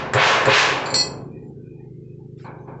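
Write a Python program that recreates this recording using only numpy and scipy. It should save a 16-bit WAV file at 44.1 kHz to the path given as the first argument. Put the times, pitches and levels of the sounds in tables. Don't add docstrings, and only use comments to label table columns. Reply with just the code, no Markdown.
import sys
import numpy as np
from scipy import signal
from scipy.fft import rfft, irfft, next_fast_len
from scipy.io import wavfile
from scipy.ndimage import uniform_filter1d, map_coordinates

SR = 44100
rng = np.random.default_rng(int(sys.argv[2]) if len(sys.argv) > 2 else 0)


def log_audio(samples):
    frames = np.atleast_2d(samples).T
    limited = np.clip(frames, -1, 1)
    pcm = np.round(limited * 32767).astype(np.int16)
    wavfile.write(sys.argv[1], SR, pcm)


N = 123479

# start_s, shimmer_db, brightness_db_per_octave, hold_s, click_db, thump_db, knock_db
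BLOWS = [(-.36, -12.5, 2.5, .14, -28, -29, -30), (.135, -14.5, 0.1, 0.2, -17.5, -17.5, -28.5),
         (0.456, -14, 2.5, 0.17, -20, -23, -19)]
TOP_HZ = 8450


def amp(db):
    return 10 ** (np.asarray(db) / 20)


def unit(x):
    return x / np.sqrt(np.mean(x ** 2) + 1e-20)


def along(points, hz):
    pitches, values = np.transpose(points)
    return np.interp(np.log(hz + 1), np.log(pitches + 1), values)


def since(start_s):
    return np.maximum(np.arange(N) / SR - start_s, 0)


def fade(t, t60):
    return np.exp(-np.log(1000) * t / t60)


def wobble(rate):
    steps = np.arange(0, N, 32)
    knots = rng.standard_normal(int(N * rate / SR) + 4)
    return np.interp(np.arange(N), steps, map_coordinates(knots, [steps * rate / SR]))


def filtered(x, response):
    size = next_fast_len(N + 8192)
    return irfft(rfft(x, size) * response(np.fft.rfftfreq(size, 1 / SR)), size)[:N]


def noise(response):
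    return unit(filtered(rng.standard_normal(N), response))


def coloured(colour):
    return noise(lambda hz: amp(along(colour, hz)))


def tone(hz, drift, rate):
    return np.sqrt(2) * np.sin(2 * np.pi * (hz * since(0) + rng.random()) + drift * wobble(rate))


def motor(load_hz=253, load_width_hz=25):
    # time_s, turns_per_s
    speed_curve = [(0, 26.3), (1.2, 27.3), (1.45, 26.8), (1.72, 25.9), (2.1, 25.75), (2.8, 25.75)]
    # multiple_of_speed, level_db
    harmonics = [(2, -61.5), (4, -52), (5, -42.5), (6, -45), (7, -54.5), (9, -57.5), (10, -60), (13, -54),
                 (14, -50.5), (16, -53.5), (17, -58)]
    # time_s, level_db
    rumble_level = [(0, -36.5), (0.899, -38.5), (1.352, -38.5), (1.55, -41), (1.75, -45.5), (2.3, -47.5),
                    (2.79, -43.5)]
    # pitch_hz, gain_db
    rumble_colour = [(25, -32.5), (55, -10), (120, 0), (200, 0.5), (275, -2), (390, -0.5), (500, -9.5),
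                     (620, -29), (1000, -37), (3000, -58.5)]
    hiss_colour = [(300, -2), (1000, -6), (3000, -8.5), (8000, -13.5)]
    speed = np.interp(since(0), *np.transpose(speed_curve))
    turns, hum = np.cumsum(speed) / SR, np.zeros(N)
    load_db = 6.5 * (speed - speed.min())
    for multiple, db in harmonics:
        in_load_band = np.exp(-((multiple * speed - load_hz) / load_width_hz) ** 2)
        phase = 2 * np.pi * multiple * turns + 0.36 * wobble(6.9)
        hum += amp(db + load_db * in_load_band) * np.sqrt(2) * np.sin(phase)
    hiss = amp(-69.5) * coloured(hiss_colour)
    rumble_db = np.interp(since(0), *np.transpose(rumble_level))
    return hum + hiss + amp(rumble_db) * coloured(rumble_colour)


def watery_tones(width_hz=75, flutter_db=2):
    # start_s, length_s, pitch_hz, level_db
    swells = [(1.27, .21, 2448, -65), (1.33, .16, 1890, -69), (1.37, .2, 803, -59), (1.52, .25, 1517, -69),
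              (1.6, .28, 2457, -67), (1.71, .22, 814, -62), (1.78, .1, 1845, -71), (1.76, .37, 2106, -77),
              (2.02, .17, 2510, -71), (2.18, .11, 833, -60), (1.37, .17, 7240, -79)]
    flutter = amp(flutter_db * wobble(44.9))
    out = np.zeros(N)
    for start_s, length_s, pitch_hz, db in swells:
        arch = np.sin(np.pi * np.minimum(since(start_s) / length_s, 1))
        band = noise(lambda hz: 1 / (1 + ((hz - pitch_hz) / width_hz) ** 4))
        out += amp(db) * arch * flutter * band
    return out


def scrape(grain_count, spread_db=3):
    # start_s, length_s, level_db
    start_s, length_s, level_db = (2.372, .075, -57.5)
    # pitch_hz, gain_db
    colour = [(600, -0.5), (1600, 6.5), (2500, 3.5), (3200, -4), (5200, -2.5), (6400, -13.5), (7400, -1),
              (8400, -25)]
    # start_s, pitch_hz, level_db
    taps = [(2.378, 3520, -66), (2.446, 4280, -58), (2.465, 4000, -58.5), (2.588, 3870, -70),
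            (2.608, 6200, -74), (2.637, 6200, -73)]
    grains, t = np.zeros(N + SR), np.arange(SR // 6) / SR
    decay = fade(t, t60=.12)
    for when, pitch, size in rng.random((grain_count, 3)):
        gain = np.sin(np.pi * when) ** .5 * amp(-spread_db * np.log(size + .02))
        onset = round((start_s + length_s * when) * SR)
        grains[onset:][:len(t)] += gain * decay * np.sin(2 * np.pi * TOP_HZ * pitch * t)
    rasp = unit(filtered(grains[:N], lambda hz: amp(along(colour, hz))))
    out = amp(level_db) * rasp * np.sqrt(length_s * SR / N)
    for tap_s, hz, db in taps:
        age = since(tap_s)
        out += amp(db) * (age > 0) * fade(age, t60=.11) * tone(hz, drift=0.8, rate=110)
    return out


def plate(spacing_hz, ripple_db, width_hz=7.6):
    # pitch_hz, boost_db
    modes = [(416, 10), (442, 5), (533, 10), (797, 3), (867, 4), (1033, 5), (1108, 6), (1519, 4), (1689, 5),
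             (2233, 5), (2380, 6), (2494, 5), (2578, 4), (2869, 6)]
    grid = np.arange(0, SR / 2, 2)
    ripple = ripple_db * map_coordinates(rng.standard_normal(4000), [grid / spacing_hz], mode="wrap")
    peaks = sum(db / (1 + ((grid - hz) / width_hz) ** 2) for hz, db in modes)
    return lambda hz: np.interp(hz, grid, amp(ripple + peaks))


def shimmer(body, colour, tilt_db, envelope):
    shaking = noise(lambda hz: body(hz) * amp(along(colour, hz) + tilt_db * np.log2((hz + 100) / 1500)))
    hz, t, bands = signal.stft(shaking, SR, nperseg=256)
    return signal.istft(bands * envelope(hz[:, None], t), SR, nperseg=256)[1][:N]


def flexes(body, rise_s=.01):
    # start_s, level_db, brightness_db_per_octave
    bends = [(0.712, -30.5, 0), (.85, -29.5, 7.5), (.92, -31.5, -3.5), (2.443, -38, 3), (2.672, -40, 0)]
    # pitch_hz, gain_db
    colour = [(150, -25.5), (250, -5), (710, -9), (873, -3), (1380, -18), (1550, -11.5), (1930, -31),
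              (2300, -18), (2710, -38), (3970, -38), (7690, -52.5), (8400, -73.5)]
    # pitch_hz, t60_s
    ring_times = [(300, 0.89), (1000, 0.84), (2500, 0.5), (5000, 0.219)]
    out = np.zeros(N)
    for start_s, db, tilt_db in bends:
        def envelope(hz, t):
            age = np.maximum(t - start_s, 0)
            return (1 - np.exp(-age / rise_s)) * fade(age, along(ring_times, hz))
        out += amp(db) * np.sqrt(2) * shimmer(body, colour, tilt_db, envelope)
    return out


def steel_ring(modes, contacts, high_hz=6500, rise_s=.001, room_db=-10):
    out, t = np.zeros(N), np.arange(SR) / SR
    feedback = fade(1 / SR, t60=.32) ** 2
    for hz, db, t60 in modes:
        power = np.zeros(N + SR)
        decay = (fade(t, t60) * (1 - np.exp(-t / rise_s))) ** 2
        for start_s, hit_db, high_db in contacts:
            power[round(start_s * SR):][:SR] += amp(hit_db + high_db * (hz > high_hz)) ** 2 * decay
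        room_power = signal.lfilter([1 - feedback], [1, -feedback], power[:N])
        echoes = amp(room_db) * np.sqrt(room_power / 2) * (wobble(110) + 1j * wobble(110))
        wave = (np.sqrt(power[:N]) + echoes) * np.exp(2j * np.pi * (hz * since(0) + rng.random()))
        out += amp(db) * np.sqrt(2) * wave.real
    return out


def tools(room_db=-6):
    # start_s, hammer_db, chisel_db, tick_db, high_mode_boost_db
    clinks = [(.858, -34, -49, -54, 3), (.903, -36, -42, -52, 8), (.941, -25, -18, -21, 2),
              (.952, -26, -19.5, -32, 7), (.961, -27, -19, -31, 7), (.973, -27, -18, -38, 0),
              (.984, -26, -18, -38, -12), (.998, -24.5, -17, -33, -8), (1.009, -25.5, -18.5, -35, -10)]
    # pitch_hz, level_db, t60_s
    hammer_modes = [(2003, -12, .2), (2560, -17.5, .38), (4152, -3, .17), (4603, 0, .15), (7242, -8.5, .3)]
    chisel_modes = [(3225, -32, .36), (4327, 2, .1), (4452, -20, .2), (5166, -17.5, .18), (5666, -14, .16),
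                    (5900, -19, .16), (7650, -17, .24), (8344, -32, .3)]
    # pitch_hz, gain_db
    tick_colour = [(800, -8.5), (2000, -4.5), (3300, -7), (4400, 0), (5300, 3), (6500, -11.5), (7500, -1),
                   (8500, -14.5)]
    starts, hammer_db, chisel_db, tick_db, high_db = np.transpose(clinks)
    power = np.zeros(N)
    for start_s, db in zip(starts, tick_db):
        age = since(start_s)
        decay = fade(age, t60=.05) + amp(room_db) * fade(age, t60=.3)
        power += (age > 0) * (amp(db) * decay) ** 2
    ticks = np.sqrt(power) * coloured(tick_colour)
    hammer = steel_ring(hammer_modes, list(zip(starts, hammer_db, high_db)))
    chisel = steel_ring(chisel_modes, list(zip(starts, chisel_db, high_db)))
    return ticks + hammer + chisel


def thud(start_s, thump_db, knock_db, lag_s=.006, rise_s=.011):
    # pitch_hz, level_db, t60_s
    knock_modes = [(411, .5, .19), (534, -3, .22)]
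    # pitch_hz, gain_db
    colour = [(40, -25.5), (100, -8.5), (200, -3), (400, 0.5), (550, 3.5), (800, -15.5), (1500, -30.5),
              (4000, -60)]
    age = since(start_s + lag_s)
    thump = fade(age, t60=.18) * tone(hz=129.3, drift=0.99, rate=40)
    knock = sum(amp(db) * fade(age, t60) * tone(hz, drift=0.096, rate=40) for hz, db, t60 in knock_modes)
    rattle = amp(0.5) * fade(age, t60=.17) * coloured(colour)
    rise = 1 - np.exp(-(age / rise_s) ** 2)
    return 2 * rise * (amp(thump_db) * thump + amp(knock_db) * (knock + rattle))


def strikes():
    # start_s, thump_db, knock_db
    set_downs = [(.708, -36.5, -43), (.912, -33, -32.5)]
    # pitch_hz, gain_db
    colour = [(200, -11.5), (900, -2), (1700, 7), (2600, -12), (5000, -11.5), (6200, -21), (7400, -8.5),
              (8500, -29)]
    out = np.zeros(N)
    for start_s, *_, click_db, thump_db, knock_db in BLOWS:
        age = since(start_s)
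        crack = amp(0.5) * fade(age, t60=.0094)
        out += amp(click_db) * (age > 0) * (fade(age, t60=.19) + crack) * coloured(colour)
        out += thud(start_s, thump_db, knock_db)
    return out + sum(thud(*contact) for contact in set_downs)


def crashes(body, knee_s=.033, hand_rests_s=1.21):
    # pitch_hz, gain_db
    colour = [(41, -60), (70, -29), (133, -14.5), (156, -29.5), (179, -31), (327, -12.5), (425, -7.5),
              (701, -4), (1090, -0.5), (1230, -5), (1690, -2), (2030, -4.5), (2480, -5), (7300, -22),
              (8400, -35), (10900, -74.5)]
    # pitch_hz, rise_s
    rise_times = [(100, 0.0027), (500, 0.01), (1000, 0.018), (2000, 0.038), (4000, 0.055), (8000, 0.13)]
    # pitch_hz, t60_s
    ring_times = [(150, 5.6), (400, 2.2), (800, 1.39), (1700, 0.84), (3200, 0.64), (5000, 0.57),
                  (8000, 0.42)]
    out = np.zeros(N)
    for start_s, db, tilt_db, hold_s, *_ in BLOWS:
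        def envelope(hz, t):
            age = np.maximum(t - start_s, 0)
            rise = 1 - np.exp(-(age / along(rise_times, hz)) ** 2)
            after_hold = knee_s * np.logaddexp(0, (age - hold_s) / knee_s)
            return rise * fade(after_hold, along(ring_times, hz))
        out += amp(db) * shimmer(body, colour, tilt_db, envelope)
    return out * fade(since(hand_rests_s), t60=1)


def scene():
    body = plate(spacing_hz=15, ripple_db=1.0)
    sheet = crashes(body) + strikes() + flexes(body)
    return (sheet + watery_tones() + scrape(grain_count=260) + tools() + motor())[None]


def suppress(x, depth_db=-6):
    # pitch_hz, level_db
    threshold = [(300, -100), (600, -81.5), (1100, -65), (2000, -82.5), (4000, -81.5), (8000, -91)]
    hz, _, bands = signal.stft(x, SR, nperseg=512)
    power = np.abs(uniform_filter1d(np.abs(bands) ** 2, size=5, axis=1))
    opening = power ** 2 / (power ** 2 + amp(along(threshold, hz))[:, None] ** 4)
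    return signal.istft(bands * amp(depth_db * (1 - opening)), SR, nperseg=512)[1][:N]


def record(dry):
    overload_level = 0.85
    edge = [(7700, 0), (8000, -5.5), (8400, -11.5)]  # pitch_hz, gain_db
    rounded = dry[0] / (1 + (dry[0] / overload_level) ** 6) ** (1 / 6)
    gated = suppress(rounded)
    return filtered(gated, lambda hz: amp(along(edge, hz)) / np.sqrt(1 + (hz / TOP_HZ) ** 140))[None]


dry = scene()
out = record(dry)
log_audio(out)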